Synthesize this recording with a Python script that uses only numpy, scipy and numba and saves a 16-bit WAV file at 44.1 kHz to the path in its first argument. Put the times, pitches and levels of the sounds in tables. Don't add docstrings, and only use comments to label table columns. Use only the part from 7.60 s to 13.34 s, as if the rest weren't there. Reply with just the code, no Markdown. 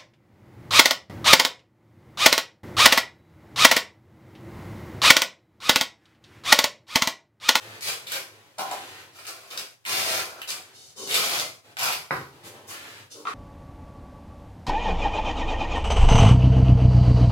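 import sys
import numpy as np
from scipy import signal
from scipy.fft import rfft, irfft
from scipy.io import wavfile
from scipy.ndimage import uniform_filter1d
from numba import njit

SR = 44100
rng = np.random.default_rng(int(sys.argv[2]) if len(sys.argv) > 2 else 0)


def to_wav(s):
    ch = np.atleast_2d(s).T
    pcm = np.round(np.clip(ch, -1, 1) * 32767)
    wavfile.write(sys.argv[1], SR, pcm.astype(np.int16))


N = 253134
TIME = np.arange(N) / SR

# start_s, length_s, rise_s, grit_db, tile_over_grit_db, blade_hz
TROWEL_STROKES = [ (0.205, 0.093, 0.0071, -36, -29, 3840), (0.227, 0.098, 0.045, -33, -10, 2460),
                  (0.465, 0.06, 0.0044, -37, -15, 3700), (0.514, 0.053, 0.0074, -31, -10.5, 1900),
                  (1.52, 0.44, 0.039, -48.5, -5.5, 2620), (1.647, 0.011, 0.002, -44, -20, 2980),
                  (1.666, 0.022, 0.0023, -32.5, -7.5, 4130), (1.902, 0.051, 0.0018, -41.5, -5, 3000),
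                  (1.968, 0.029, 0.0021, -34.5, -10, 3820), (2.25, 0.033, 0.013, -33.5, -13, 2600),
                  (2.259, 0.34, 0.0093, -26.5, -9.5, 2930), (2.597, 0.21, 0.028, -49.5, 2, 1900),
                  (2.872, 0.033, 0.0063, -29, -16.5, 4700), (2.905, 0.067, 0.011, -44.5, -3.5, 3600),
                  (3.466, 0.172, 0.046, -23.5, -12, 3440), (3.496, 0.04, 0.027, -27.5, -27, 3900),
                  (3.644, 0.17, 0.017, -29, -8, 2840), (4.165, 0.18, 0.034, -28, -15.5, 2170), ]
# frequency_hz, level_db
SAND_SPECTRUM = [(60, -18), (120, -8), (250, -19.5), (900, -13), (1600, -4), (2600, 0.5), (4000, 0.5),
                 (5200, 0.5), (7000, -6.5), (9000, -8.5), (12000, -4), (15500, -11.5)]
# pitch_hz, width_hz, level_db
BLADE_RESONANCES = [(2350, 290, 8.5), (3300, 110, -7), (3290, 140, -11), (4850, 360, -0.5)]
# pitch_hz, width_hz, level_db
STEEL_RESONANCES = [(1852, 7.9, 6), (2290, 58, -5.5), (2480, 18, -12), (2950, 24, 0), (3553, 25, 1),
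                    (3580, 46, -7), (4380, 24, 3), (4834, 22, 2), (5970, 60, -4), (6650, 83, -8)]
# pitch_hz, width_hz, level_db
TILE_RESONANCES = [(404, 15, 3), (513, 54, -3.5), (704, 180, 2.5), (1071, 220, 0.5), (1313, 275, 3),
                   (1410, 72, -5.5)]
STROKE_FADE = dict(sag_db_per_s=11.5, stop_s=0.0089)

def trowel(strokes):
    grit_gain, tile_gain, blade_hz = stroke_controls(strokes)
    slip = unit(undb(3.14 * wander(rate_hz=170)))
    sand = slip * grains(per_s=5000, spread_db=2.5)
    centre_hz = np.clip(blade_hz * np.exp(0.1 * wander(rate_hz=25)), 500, 8000)
    rasp = unit(moving_band(moving_band(sand, centre_hz, 0.67), centre_hz, 0.67))
    bareness = (centre_hz / 2650) ** 1.7
    sizzle = bareness * unit(band(band(sand, 7900, 6300), 7900, 6300))
    blade, steel = unit(ring(sand, BLADE_RESONANCES)), unit(ring(sand, STEEL_RESONANCES))
    grit = colour(sand, SAND_SPECTRUM) + undb(-20) * rasp + undb(-14.5) * sizzle
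    grit += undb(-8) * blade + undb(-15.5) * steel
    drag = slip * grains(per_s=2500, spread_db=1.5)
    tile = unit(band(ring(drag, TILE_RESONANCES), 620, 1260))
    return undb(-3.5) * grit_gain * grit + undb(-1) * tile_gain * tile

def stroke_controls(strokes):
    grit_power, tile_power, weighted_hz = 1e-18, 0, 1e-18
    for start, length, rise_s, grit_db, tile_db, hz in strokes:
        power = (undb(grit_db) * push(start, length, rise_s, **STROKE_FADE)) ** 2
        load = np.clip((TIME - start) / length, 0, 1)
        grit_power += power
        tile_power += power * undb(tile_db + 3 * load) ** 2
        weighted_hz += power * hz * (1 - 0.12 * load)
    blade_hz = (weighted_hz + 1e-12 * 2650) / (grit_power + 1e-12)
    return np.sqrt(grit_power), np.sqrt(tile_power), blade_hz

def crackle(strokes):
    grit_gain, _, _ = stroke_controls(strokes)
    return undb(-9.5) * grit_gain * crunch(per_s=190)

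def crunch(per_s):
    return colour(grains(per_s, spread_db=3), SAND_SPECTRUM)

# time_s,
# level_db, pitch_hz, width_over_pitch
BLADE_TICKS = [ (0.209, -32, 4300, 1.9), (0.47, -21, 3700, 0.29), (0.5194, -10, 1540, 0.29),
               (0.985, -27, 4800, 1.5), (1.113, -28, 3500, 3.9), (1.653, -27.5, 2950, 0.57),
               (1.668, -28, 6500, 0.87), (1.9112, -27, 2950, 1), (1.976, -21, 3520, 1.4),
               (2.252, -21, 2580, 0.69), (2.2621, -20, 2550, 1.4), (2.8171, -18, 2870, 0.63),
               (2.8178, -23, 2620, 0.48), (2.8905, -23.5, 3680, 1.4), (2.904, -21, 6360, 0.84),
               (3.5112, -14, 3280, 0.6), (3.5328, -21, 3720, 0.59), (3.555, -18, 3000, 1.3),
               (3.5432, -13.5, 4000, 1.9), (3.789, -16, 4080, 1.2), (3.7981, -13.5, 4400, 1.1),
               (4.1691, -22, 1780, 2.4), (4.2015, -18.5, 2100, 1.3), (4.232, -6, 1280, 0.28), ]

def ticks():
    out = 0
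    for time_s, db, hz, share in BLADE_TICKS:
        force = undb(db) * contact(time_s, decay_s=0.0003)
        note = band(band(force, hz, share * hz), hz, share * hz)
        steel = ring(force, BLADE_RESONANCES + STEEL_RESONANCES)
        snap = band(force, 6700, 11000)
        out += undb(20) * note + undb(1.5) * steel + undb(6) * snap
    return out

# start_s, length_s, pitch_hz, level_db
EDGE_SQUEAKS = [(3.786, 0.055, 2077, -41.5)]

def squeaks():
    out, waver = 0, 1 + 0.0049 * wander(rate_hz=220)
    for start, length, hz, db in EDGE_SQUEAKS:
        bend = 1 - 0.09 * np.exp(-np.maximum(TIME - start, 0) / 0.0108)
        tone = np.sin(2 * np.pi * np.cumsum(hz * waver * bend) / SR)
        out += undb(db) * push(start, length, rise_s=0.008, **STROKE_FADE) * tone
    return out

# start_s, length_s, rise_s, level_db, boom_hz
TUB_SCRAPES = [(0.98, 0.033, 0.0054, -27, 880), (1.108, 0.025, 0.00084, -33.5, 880),
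               (4.172, 0.13, 0.058, -27, 1380)]
# time_s, level_db
TUB_DIGS = [(0.9905, -21), (1.0225, -32), (1.1145, -23), (1.1425, -45), (4.2315, -43), (4.289, -24)]
# pitch_hz, width_hz, level_db
SCOOP_RESONANCES = [(420, 30, -3.5), (755, 240, -9), (783, 64, 4.5), (984, 120, 1.5), (1302, 83, -5.5),
                    (1367, 28, -8.5), (1960, 280, -12.5)]

def scoops():
    judder = ring(grains(per_s=1400, spread_db=0.5), SCOOP_RESONANCES)
    grit = undb(-8) * crunch(per_s=4000) + undb(-10.5) * crunch(per_s=190)
    out = knocks(TUB_DIGS, SCOOP_RESONANCES, ring_db=29.5, soft_hz=1400, crunch_db=-23, crunch_s=0.018)
    for start, length, rise_s, db, boom_hz in TUB_SCRAPES:
        gain = undb(db - 2.5) * push(start, length, rise_s, sag_db_per_s=38, stop_s=0.0088)
        boom = unit(band(judder, boom_hz, 800))
        out += gain * (boom + grit)
    return out

# time_s, level_db
LANDINGS = [(4.508, -18.5), (4.523, -30.5), (4.548, -32)]
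# pitch_hz, width_hz, level_db
TUB_RESONANCES = [(145, 38, 0.5), (302, 52, -14), (402, 25, 7.5), (500, 100, 2), (771, 54, 2),
                  (1040, 56, -5), (1380, 1000, 5), (1440, 59, -5), (1930, 51, 8), (2250, 70, -10),
                  (3760, 510, -5)]

def trowel_drop():
    return knocks(LANDINGS, TUB_RESONANCES, ring_db=29, soft_hz=1680, crunch_db=-26, crunch_s=0.061)

# time_s, level_db
WALL_KNOCKS = [(5.653, -23.5), (5.671, -19), (5.679, -43), (5.7065, -27.5)]
# pitch_hz, width_hz, level_db
WALL_RESONANCES = [(450, 38, -0.5), (770, 83, 1), (1160, 120, 9), (1256, 71, 8), (1530, 71, -21),
                   (1860, 120, -7), (2680, 1700, -14.5)]

def strip_on_wall():
    return knocks(WALL_KNOCKS, WALL_RESONANCES, ring_db=28, soft_hz=3280, crunch_db=-34, crunch_s=0.0019)

def knocks(blows, modes, ring_db, soft_hz, crunch_db, crunch_s):
    force = sum(undb(db) * contact(t, decay_s=0.0015) for t, db in blows)
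    cushioned = butterworth(force, 2, soft_hz, "low")
    crushing = sum(undb(db) * (TIME > t) * np.exp(-np.abs(TIME - t) / crunch_s) for t, db in blows)
    return undb(ring_db) * ring(cushioned, modes) + undb(crunch_db) * crushing * crunch(per_s=4000)

# start_s, length_s, swish_db, rub_db
BODY_MOVES = [ (-0.04, 0.22, -45.5, -50), (0.38, 0.11, -54.5, -54.5), (0.65, 0.74, -58.5, -59.5),
              (1.04, 0.38, -43.5, -53.5), (1.42, 0.2, -60.5, -60), (3.0, 0.13, -57.5, -62),
              (4.03, 0.091, -57.5, -57), (4.71, 0.27, -59.5, -56), (4.826, 0.047, -50, -50.5),
              (4.92, 0.16, -59, -53), (5.08, 0.079, -42, -54.5), (5.17, 0.24, -46.5, -52.5), ]
# frequency_hz, level_db
BODY_SWISH = [(200, -13.5), (1000, -1.5), (1700, 6), (3500, 1.5), (5500, -5), (9000, -10), (13000, -11.5),
              (16000, -19)]
# frequency_hz, level_db
BODY_RUB = [(30, -40), (65, -22), (105, 1), (170, -13.5), (240, -6.5), (420, -1.5), (620, -5.5), (1000, -5),
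            (2500, -36)]
# start_s, length_s, swish_db, rub_db
ARM_MOVES = [ (3.13, 0.17, -54, -70.5), (3.356, 0.16, -42.5, -45.5), (5.499, 0.026, -45, -62),
             (5.535, 0.079, -58.5, -48.5), (5.655, 0.038, -50, -52), ]
# frequency_hz, level_db
ARM_SWISH = [(300, -7), (1800, -16), (2800, -7), (3700, -3), (5000, 0), (6800, -3), (8200, -7),
             (9700, -7.5), (12500, -14), (15000, -28)]
# frequency_hz, level_db
ARM_RUB = [(50, -50), (110, -14), (200, -22), (300, -5.5), (440, 0.5), (560, -8), (720, -21), (1100, -12.5),
           (2000, -31)]
CLOTH_SHAPE = dict(rise_s=0.017, sag_db_per_s=18, stop_s=0.01)

def clothes():
    fibres = grains(per_s=14000, spread_db=3.5)
    body = fabric(BODY_MOVES, colour(fibres, BODY_SWISH), BODY_RUB, swish_db=1, rub_db=-1.5)
    zipping = comb(colour(fibres, ARM_SWISH), pitch_hz=734, feedback=0.38)
    return body + fabric(ARM_MOVES, zipping, ARM_RUB, swish_db=3, rub_db=0)

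def fabric(moves, swish, rub_spectrum, swish_db, rub_db):
    starts, lengths, swish_levels, rub_levels = np.transpose(moves)
    shapes = np.array([push(start, length, **CLOTH_SHAPE) for start, length in zip(starts, lengths)])
    swish_gain, rub_gain = undb(swish_levels + swish_db) @ shapes, undb(rub_levels + rub_db) @ shapes
    rub = colour(grains(per_s=1500, spread_db=-3.5), rub_spectrum)
    return swish_gain * swish + rub_gain * rub

# start_s, length_s, level_db
FLOOR_SLIDES = [(4.831, 0.046, -47.5), (5.065, 0.065, -41.5)]
# frequency_hz, level_db
DUST_SPECTRUM = [(500, -18), (2800, -10), (4500, 0), (8000, -1.5), (12000, -1.5), (15500, -9)]

def floor_dust():
    gain = sum(undb(db) * push(start, length, **CLOTH_SHAPE) for start, length, db in FLOOR_SLIDES)
    return gain * colour(grains(per_s=7700, spread_db=4.5), DUST_SPECTRUM)

def direct(x, left_lead_s, bounce_db, bounce_s):
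    freqs = bin_hz(N)
    lags = np.array([[-0.5], [0.5]]) * left_lead_s
    bounce = 1 + undb(bounce_db) * np.exp(-2j * np.pi * freqs * bounce_s)
    return irfft(rfft(x) * bounce * np.exp(-2j * np.pi * freqs * lags), N)

# frequency_hz, t60_s
ROOM_DECAY = [(100, 0.75), (400, 0.48), (1500, 0.37), (4000, 0.35), (9000, 0.38), (15000, 0.3)]

def echoes(size=32768, build_s=0.00013):
    age, freqs = np.arange(size) / SR, bin_hz(size)
    alike = np.sinc(freqs / 1500)
    mid, side = rfft(rng.standard_normal((2, size)))
    field = mid * np.sqrt(1 + alike) + np.array([[1], [-1]]) * side * np.sqrt(1 - alike)
    bands_hz, decays_s = np.transpose(ROOM_DECAY)
    response = 0
    for share, t60_s in zip(np.eye(len(bands_hz)), decays_s):
        weight = on_log(np.column_stack([bands_hz, share]), freqs)
        response += irfft(field * weight) * undb(-60 * age / t60_s)
    response *= 1 - np.exp(-age / build_s)
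    return response / np.sqrt(np.sum(response ** 2) / 2)

def room(x, spots):
    shares = np.array([wander(rate_hz=6) for _ in range(spots)])
    shares /= np.linalg.norm(shares, axis=0)
    return sum(signal.fftconvolve((share * x)[None], echoes(), axes=1)[:, :N] for share in shares)

# frequency_hz, level_db
ROOM_TONE_SPECTRUM = [(25, -3), (60, -36), (105, 16.5), (200, -4), (500, 3.5), (5000, -3.5), (15000, -12)]

def room_tone():
    return np.array([colour(rng.standard_normal(N), ROOM_TONE_SPECTRUM) for _ in range(2)])

def push(start, length, rise_s, sag_db_per_s, stop_s):
    age = np.maximum(TIME - start, 0)
    rise = np.minimum(age / rise_s, 1)
    return rise * undb(-sag_db_per_s * age) * np.exp(-np.maximum(age - length, 0) / stop_s)

def grains(per_s, spread_db):
    hit = rng.random(N) < per_s / SR
    size = undb(spread_db * np.minimum(rng.exponential(size=N), 5))
    return unit(hit * size * np.sign(rng.standard_normal(N)))

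def contact(time_s, decay_s):
    age = np.maximum(TIME - time_s, 0)
    force = 0.28 * (TIME > time_s) * np.exp(-age / decay_s) * rng.standard_normal(N)
    force[int(time_s * SR)] += 2
    return force / np.sqrt(np.sum(force ** 2))

def wander(rate_hz):
    knots = rng.standard_normal(N // 20)
    return 1.27 * np.interp(TIME * rate_hz, np.arange(len(knots)), knots)

def ring(x, modes):
    return sum(undb(db) * band(x, hz, width_hz) for hz, width_hz, db in modes)

def band(x, hz, width_hz):
    return signal.lfilter(*signal.iirpeak(hz, hz / min(width_hz, SR / 4), fs=SR), x)

@njit
def moving_band(x, hz, share):
    out, band_state, low_state = np.empty(len(x)), 0., 0.
    for i in range(len(x)):
        tuning = np.tan(np.pi * hz[i] / SR)
        passed = (band_state + tuning * (x[i] - low_state)) / (1 + tuning * (tuning + share))
        band_state = 2 * passed - band_state
        low_state += 2 * tuning * passed
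        out[i] = share * passed
    return out

def comb(x, pitch_hz, feedback):
    delay = np.exp(-2j * np.pi * bin_hz(N) / pitch_hz)
    return unit(irfft(rfft(x) / (1 - feedback * delay), N))

def colour(x, points):
    return unit(irfft(rfft(x) * undb(on_log(points, bin_hz(N))), N))

def butterworth(x, order, hz, kind):
    return signal.sosfilt(signal.butter(order, hz, kind, fs=SR, output="sos"), x)

def on_log(points, freqs):
    hz, value = np.transpose(points)
    return np.interp(np.log(freqs + 1), np.log(hz), value)

def bin_hz(size):
    return np.arange(size // 2 + 1) * SR / size

def undb(db):
    return 10 ** (np.asarray(db) / 20)

def unit(x):
    return x / np.sqrt(np.mean(x ** 2))

def scene():
    rubbing = trowel(TROWEL_STROKES) + squeaks() + clothes() + floor_dust()
    tapping = ticks() + crackle(TROWEL_STROKES)
    at_tub, at_wall = scoops() + trowel_drop(), strip_on_wall()
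    near = undb(-8) * direct(rubbing, left_lead_s=0.00013, bounce_db=-24, bounce_s=0.0021)
    near += undb(-5) * direct(tapping, left_lead_s=0.00023, bounce_db=-0.5, bounce_s=0.001365)
    near += undb(-5.5) * direct(at_tub, left_lead_s=0.0001, bounce_db=-2.5, bounce_s=0.001345)
    near += undb(-6) * direct(at_wall, left_lead_s=0.00002, bounce_db=-4.5, bounce_s=0.00083)
    background = undb(-61) * room_tone()
    return near + undb(2.5) * room(rubbing + tapping + at_tub + at_wall, spots=6) + background

def hush(x, threshold_db, floor_db, window_s):
    power = uniform_filter1d(np.mean(x ** 2, axis=0), int(window_s * SR))
    level_db = 10 * np.log10(np.abs(power) + 1e-12)
    return x * undb(np.clip(level_db - threshold_db, floor_db, 0))

def record(dry):
    treble = butterworth(dry, 1, 7000, "high")
    heard = dry + 0.18 * np.array([[1], [-1]]) * treble
    heard = butterworth(heard, 6, 82, "high")
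    heard = hush(heard, threshold_db=-53.5, floor_db=-20, window_s=0.021)
    return signal.sosfilt(signal.ellip(10, 0.2, 70, 16000, fs=SR, output="sos"), heard)

dry = scene()
out = record(dry)
to_wav(out)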